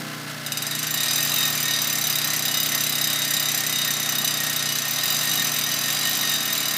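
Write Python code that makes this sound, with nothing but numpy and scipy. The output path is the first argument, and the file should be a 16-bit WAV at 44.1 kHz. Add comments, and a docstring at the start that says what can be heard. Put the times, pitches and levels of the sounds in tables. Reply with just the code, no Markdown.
"""A four-stroke engine putters from the start: harmonics of its firing rate plus knocking, rough clatter.
At 0.46 s a geared rope winch starts: struck steel modes and noise cracks rattle as a pawl drops on a ratchet.
Gears grind and growl as filtered noise, whine and ring as wavering tones; the haul speeds up until 1.3 s.
It runs steadily to 4.8 s, then surges, fastest near 6.2 s; the gears bind at 6.08 s and the haul slows.
Sheds and trees return a short noise-tail echo of the winch; still air hums low throughout."""
import sys
import numpy as np
from scipy import signal
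from scipy.fft import rfft, irfft
from scipy.io import wavfile
from scipy.ndimage import uniform_filter1d

SR = 44100
rng = np.random.default_rng(int(sys.argv[2]) if len(sys.argv) > 2 else 0)


def unload_wav(signal):
    """Save mono or channel-first audio to the path in sys.argv[1] as 16-bit WAV at rate SR, clipped to [-1, 1]."""
    wavfile.write(
        sys.argv[1],
        SR,
        np.round(np.clip(np.atleast_2d(signal).T, -1, 1) * 32767).astype(np.int16),
    )


N = 298557
TIME_S = np.arange(N) / SR


def undb(db):
    """Amplitude ratio of a level in dB."""
    return 10 ** (np.asarray(db) / 20)


def level(x, db):
    """Scale to an rms level."""
    return x * undb(db) / np.sqrt(np.mean(x ** 2))


def curves(table):
    """Each column of a time table, interpolated at every sample."""
    time_s, *columns = np.transpose(table)
    return [np.interp(TIME_S, time_s, column) for column in columns]


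def bump(at_s, length_s):
    """Gaussian swell of peak 1; length_s from the peak to 1/e."""
    return np.exp(-((TIME_S - at_s) / length_s) ** 2)


def noise():
    """White noise of unit spread."""
    return rng.standard_normal(N)


def walk(rate_hz):
    """Smooth random wander with a spread near 1."""
    hold = int(SR / rate_hz)
    steps = np.repeat(rng.standard_normal(N // hold + 1), hold)
    return 1.31 * uniform_filter1d(steps, hold)[:N]


def colour(x, points, size=4096):
    """Minimum-phase filter through (frequency [Hz], gain [dB]) points."""
    hz, db = np.transpose(points)
    grid_hz = np.maximum(np.fft.rfftfreq(size, 1 / SR), 1)
    gain = undb(np.interp(np.log(grid_hz), np.log(hz), db))
    cepstrum = irfft(np.log(gain))
    # fold onto positive time: causal response
    cepstrum[1:size // 2] *= 2
    cepstrum[size // 2 + 1:] = 0
    response = irfft(np.exp(rfft(cepstrum)))
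    return signal.oaconvolve(x, response)[:N]


def impulses(times_s, sizes):
    """One impulse at each time."""
    samples = np.clip(times_s * SR, 0, N).astype(int)
    return np.bincount(samples, sizes, N + 1)[:N]


def decay_per_sample(t60_s):
    """Amplitude factor per sample for a 60 dB decay in t60_s."""
    return np.exp(-np.log(1000) / (t60_s * SR))


def ring(x, hz, t60_s):
    """One decaying mode; small steel parts radiate no bass."""
    r, w = decay_per_sample(t60_s), 2 * np.pi * hz / SR
    return signal.lfilter([1, -1], [1, -2 * r * np.cos(w), r * r], x + 1e-18)


def fade(x, t60_s):
    """Exponential envelope after each impulse."""
    return signal.lfilter([1], [1, -decay_per_sample(t60_s)], x + 1e-18)


# spectrum of still air over the lawn: (frequency [Hz], relative level [dB])
AIR_SPECTRUM = [(20, -12), (60, 0.5), (110, -2), (200, 19.5), (400, -5), (1000, -11), (4000, -25)]


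def still_air():
    """Steady noise, strongest near 200 Hz."""
    return level(colour(noise(), AIR_SPECTRUM), -51.5)


def yard(x, t60_s=0.99, wet_db=-13):
    """Walls and trees scatter a thin, dull echo: a coloured noise tail after 20 ms."""
    tail = noise() * undb(-60 * TIME_S / t60_s) * (TIME_S > .02)
    tail = colour(tail, [(200, -5.0), (1000, 2), (5000, 2.5), (14000, -13)])[:SR]
    echo = signal.oaconvolve(x, tail / np.linalg.norm(tail))[:N]
    return x + undb(wet_db) * echo


# load steps on the engine: (time [s], firing rate lost [Hz])
LOAD_SAGS = [(.48, .85), (1.08, .75), (1.65, .5), (4.97, .7), (5.87, .65)]
GOVERNED_HZ = 30  # firings
SAG_S, RECOVER_S, OVERSHOOT_RATIO = .11, .35, .5


def governor():
    """Firing rate: settles after the start, dips at each load, overshoots on recovery."""
    rate_hz = GOVERNED_HZ + .6 * bump(0, .25)
    for at_s, lost_hz in LOAD_SAGS:
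        overshoot = OVERSHOOT_RATIO * bump(at_s + RECOVER_S, SAG_S)
        rate_hz = rate_hz - lost_hz * (bump(at_s, SAG_S) - overshoot)
    return rate_hz


# exhaust note: (multiple of firing rate [1], relative level [dB])
EXHAUST_HARMONICS = [(2, -21), (4, 8), (5, 15.5), (6, -22), (7, -0.5), (8, 3.5), (9, 1), (10, 2.5),
                     (12, -11), (13, -5), (14, -8), (15, -9), (17, -9.5), (20, -9), (22, -9), (23, -15),
                     (25, -13), (26, -6.5), (34, -3), (37, -10)]


def exhaust(cycle, boom_db, bark_db, second_at_cycle=.37, second_size=0.57):
    """Two thumps a cycle, exhaust and intake, set the phases; the muffler smears upper harmonics."""
    boom, bark = 0, 0
    for k, db in EXHAUST_HARMONICS:
        thumps_rad = np.angle(1 + second_size * np.exp(-2j * np.pi * k * second_at_cycle))
        smear_rad = rng.standard_normal() * (k / 16) ** 2
        gain = undb(db + min(k / 8, 3) * walk(9))
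        partial = gain * np.cos(2 * np.pi * k * cycle + thumps_rad + smear_rad)
        if k <= 6:
            boom = boom + partial
        else:
            bark = bark + partial
    return level(boom, 0) * undb(boom_db) + level(bark, 0.17) * undb(bark_db)


# engine: (time [s], boom of low harmonics [dB], bark of upper harmonics before +0.17 [dB])
ENGINE_LEVELS = [(0, -39, -38.5), (.25, -40, -40), (.45, -41, -43.5), (.75, -39, -41), (1.08, -42.5, -44),
                 (1.25, -38, -39.5), (1.7, -40.5, -41), (4.7, -41, -41), (4.97, -41.5, -44.5),
                 (5.35, -40.5, -39.5), (5.85, -42.5, -41.5), (6.77, -43.5, -40)]
# valve gear and cooling fan: (frequency [Hz], relative level [dB])
CLATTER_SPECTRUM = [(70, -39.5), (130, -9.5), (200, 1.5), (330, -8.5), (480, -11.5), (620, -3),
                    (860, -10.5), (1100, -8.5), (1600, -2.5), (2400, -7), (4800, -6), (7600, -12.5),
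                    (14000, -15.5)]


def engine():
    """One cylinder putters through its muffler while the valve gear clatters."""
    rate_hz, (boom_db, bark_db) = governor(), curves(ENGINE_LEVELS)
    cycle = np.cumsum(rate_hz) / SR - .12
    fired_s = np.interp(np.arange(int(cycle[-1]) + 1), cycle, TIME_S)
    firings = impulses(fired_s, undb(0.83 * rng.standard_normal(len(fired_s))))
    # two crank turns a firing; every turn shakes the valve gear, most on the power stroke
    turn_db = 2.0 * np.cos(2 * np.pi * 2 * cycle)
    stroke_db = 1.2 * np.cos(2 * np.pi * (cycle - .3))
    shake = undb(turn_db + stroke_db + 0.74 * walk(40))
    # one noise burst repeats with every firing; the rest is rough
    knocks = signal.oaconvolve(firings, rng.standard_normal(SR // 30))[:N]
    knocks = colour(knocks, [(400, -9.5), (1100, 0.5), (2000, -0.5), (5000, -9.5)])
    rough = undb(-4.5) * noise()
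    clatter = colour((knocks + rough) * shake * undb(0.12 * bark_db), CLATTER_SPECTRUM)
    return exhaust(cycle, boom_db, bark_db) + level(clatter, -34.0)


# haul speed: (time [s], ratchet teeth per second [Hz])
HAUL_SPEED = [(.45, 16.23), (.76, 25.44), (.9, 26.16), (1.07, 39.8), (1.32, 45.79), (1.6, 38.26),
              (1.97, 35.32), (2.31, 33.48), (2.86, 34.16), (3.4, 33.59), (3.72, 33.32), (4.29, 31.93),
              (4.84, 30.68), (4.88, 36.13), (5.13, 46.2), (5.38, 49.76), (5.41, 39.68), (5.56, 43.84),
              (5.64, 37.47), (6.06, 49.67), (6.16, 51.11), (6.46, 41.15), (6.79, 35.32)]
START_S = .463


def haul():
    """Ratchet speed in teeth per second, and teeth passed since the start."""
    speed_hz, = curves(HAUL_SPEED)
    teeth = np.cumsum(speed_hz) / SR
    return speed_hz, teeth - np.interp(START_S, TIME_S, teeth)


SWELL_TEETH, FIRST_SWELL_TEETH = 9.35, 4.2  # swell period and first peak, in ratchet teeth
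BIND_S, BIND_LENGTH_S, BIND_DB = 6.08, .06, 5.5  # gears bind once under extra load


def big_gear(speed_hz, teeth, hz=1852, drift_hz=11, swell_db=4.5, speed_power=.7, gear_db=-39.0):
    """One low mode of the big gear, rubbed into swells as it turns and boosted where it binds."""
    swell = np.cos(2 * np.pi * (teeth - FIRST_SWELL_TEETH) / SWELL_TEETH)
    bind_db = BIND_DB * bump(BIND_S, BIND_LENGTH_S)
    force = speed_hz ** speed_power * undb(swell_db * swell + bind_db + 3.3 * walk(60))
    cycles = np.cumsum(hz + drift_hz * walk(90)) / SR
    return level(force * np.sin(2 * np.pi * cycles), gear_db)


# grinding teeth: (frequency [Hz], relative level [dB])
GRIND_SPECTRUM = [(150, -50), (700, -18), (1200, -19), (1800, -3), (2700, -4), (3500, -3.5), (5000, -3.5),
                  (8000, -10.5), (12000, -12), (13500, -24)]
# frame growl: (frequency [Hz], relative level [dB])
GROWL_SPECTRUM = [(70, -44), (300, -7.5), (480, -10.5), (650, 1.5), (760, 4), (880, -4.5), (1030, 1),
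                  (1280, 6), (1500, -19.5), (2200, -16), (6000, -24)]
# frame strains as the engine takes up load: (time [s], length [s], extra growl [dB])
FRAME_STRAINS = [(1.15, .17, 2), (5.2, 0.39, 2)]


def gears(whine_db=-44, grind_db=-32, speed_power=0.31, growl_db=-41.5, growl_power=0.53):
    """Teeth grind and whine with ratchet speed; the frame growls more as the haul speeds up."""
    speed_hz, teeth = haul()
    mesh_hz = 60 * speed_hz  # 60 meshes a ratchet tooth
    turning = np.clip((TIME_S - START_S) / 0.43, 0, 1)
    whine_cycles = np.cumsum(mesh_hz * (1 + 0.0043 * walk(60))) / SR
    whine = np.sin(2 * np.pi * whine_cycles) * undb(3.2 * walk(25))
    grind = colour(noise() * undb(2.0 * walk(150)), GRIND_SPECTRUM) * speed_hz ** speed_power
    strain_db = sum(db * bump(at_s, length_s) for at_s, length_s, db in FRAME_STRAINS)
    growl = colour(noise() * undb(1.8 * walk(60) + strain_db), GROWL_SPECTRUM)
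    growl = growl * speed_hz ** growl_power
    mix = level(grind, grind_db) + level(whine, whine_db) + level(growl, growl_db)
    return turning * (mix + big_gear(speed_hz, teeth))


# pawl drops: (time [s], relative level [dB], extra brightness [dB])
PAWL_DROPS = [(.46, -15, -3.5), (1.15, -19, 1), (1.6, -20.5, 0.5), (2.2, -18.5, 1.5), (2.9, -17.5, -0.5),
              (3.6, -18.5, 1), (4.3, -18.5, 0.5), (4.8, -20, -0.5), (5.3, -21.5, 2), (6.1, -21.5, -0.5),
              (6.77, -20.5, 0)]
# teeth that catch and drop the pawl harder: (time [s], peak extra level [dB])
PAWL_CATCHES = [(1.031, 3), (1.897, 4), (4.275, 5)]
# dry crack of each drop: (frequency [Hz], relative level [dB])
CRACK_SPECTRUM = [(100, -44), (1000, -27), (2500, 5), (4000, -11), (6000, 2.5), (7800, 2), (10000, 2),
                  (12400, -8), (13600, -18), (14500, -10), (15300, -25)]
# steel modes of pawl and ratchet wheel: (frequency [Hz], rms level [dB], t60 [s])
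STEEL_MODES = [(2934, -42.5, 0.14), (3724, -34.5, 0.24), (3963, -35.5, 0.061), (4790, -40, 0.25),
               (5005, -39.5, .1), (6055, -35.5, 0.094), (6178, -38, 0.024), (7241, -38.5, 0.13),
               (7420, -45.5, .07), (8466, -41, 0.081), (9910, -48.5, .036), (11290, -41, .11),
               (12520, -37, 0.048), (12800, -46, 0.12), (14570, -36.5, .043), (14570, -35.5, 0.049)]
WHEEL_TEETH, LOUDEST_TOOTH = 14, 1
CRUISE_HZ = 34  # teeth per second on the steady haul
LAG_S = 0.0018  # delay of the highest modes


def ratchet(scatter_db=1.33, rebound_s=.0028, rebound_size=0.46, uneven_db=1.57, jitter_s=.0004,
            turn_db=2, speed_db=3.5):
    """Each tooth drops the pawl: it cracks, rebounds and rings the steel, never twice quite alike."""
    speed_hz, teeth = haul()
    drop_db, bright_db = curves(PAWL_DROPS)
    times_s = np.interp(np.arange(int(teeth[-1]) + 1), teeth, TIME_S)
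    late, uneven = rng.standard_normal((len(times_s), 2)).T
    drop_db = drop_db + sum(extra_db * bump(at_s, .01) for at_s, extra_db in PAWL_CATCHES)
    blow_db = np.interp(times_s, TIME_S, drop_db) + uneven_db * uneven
    times_s = times_s + jitter_s * late
    # low modes grow with speed and swell once a wheel turn
    wheel_db = speed_db * np.log2(speed_hz / CRUISE_HZ)
    wheel_db = wheel_db + turn_db * np.cos(2 * np.pi * (teeth - LOUDEST_TOOTH) / WHEEL_TEETH)
    blows = impulses(times_s, undb(blow_db))
    contact = noise() * (fade(blows, t60_s=0.0064) + undb(-4.0) * fade(blows, t60_s=0.11))
    out = level(colour(contact * undb(bright_db / 2), CRACK_SPECTRUM), -35.5)
    for hz, mode_db, t60_s in STEEL_MODES:
        delay, scatter, bounce = rng.standard_normal((len(times_s), 3)).T
        force = undb(0.55 * blow_db + scatter_db * scatter)
        # the blow takes a moment to spread; the highest modes speak last
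        struck_s = times_s + (LAG_S if hz > 12000 else 0)
        strikes = impulses(struck_s + .0005 * np.abs(delay), force)
        rebound_at_s = struck_s + rebound_s * np.exp(.3 * bounce)
        strikes = strikes + impulses(rebound_at_s, rebound_size * force)
        seat_db = wheel_db if hz < 5500 else bright_db
        struck = strikes * undb(seat_db + 0.6 * walk(5.5))
        out = out + level(ring(struck, hz, t60_s), mode_db)
    return out


def scene():
    """Air and engine dry, winch with the yard echo; one channel."""
    return (still_air() + engine() + yard(gears() + ratchet()))[None]


TOP_HZ = 15100


def record(dry):
    """Steep elliptic low-pass at TOP_HZ."""
    return signal.sosfilt(signal.ellip(8, .2, 80, TOP_HZ, fs=SR, output="sos"), dry)


dry = scene()
out = record(dry)
unload_wav(out)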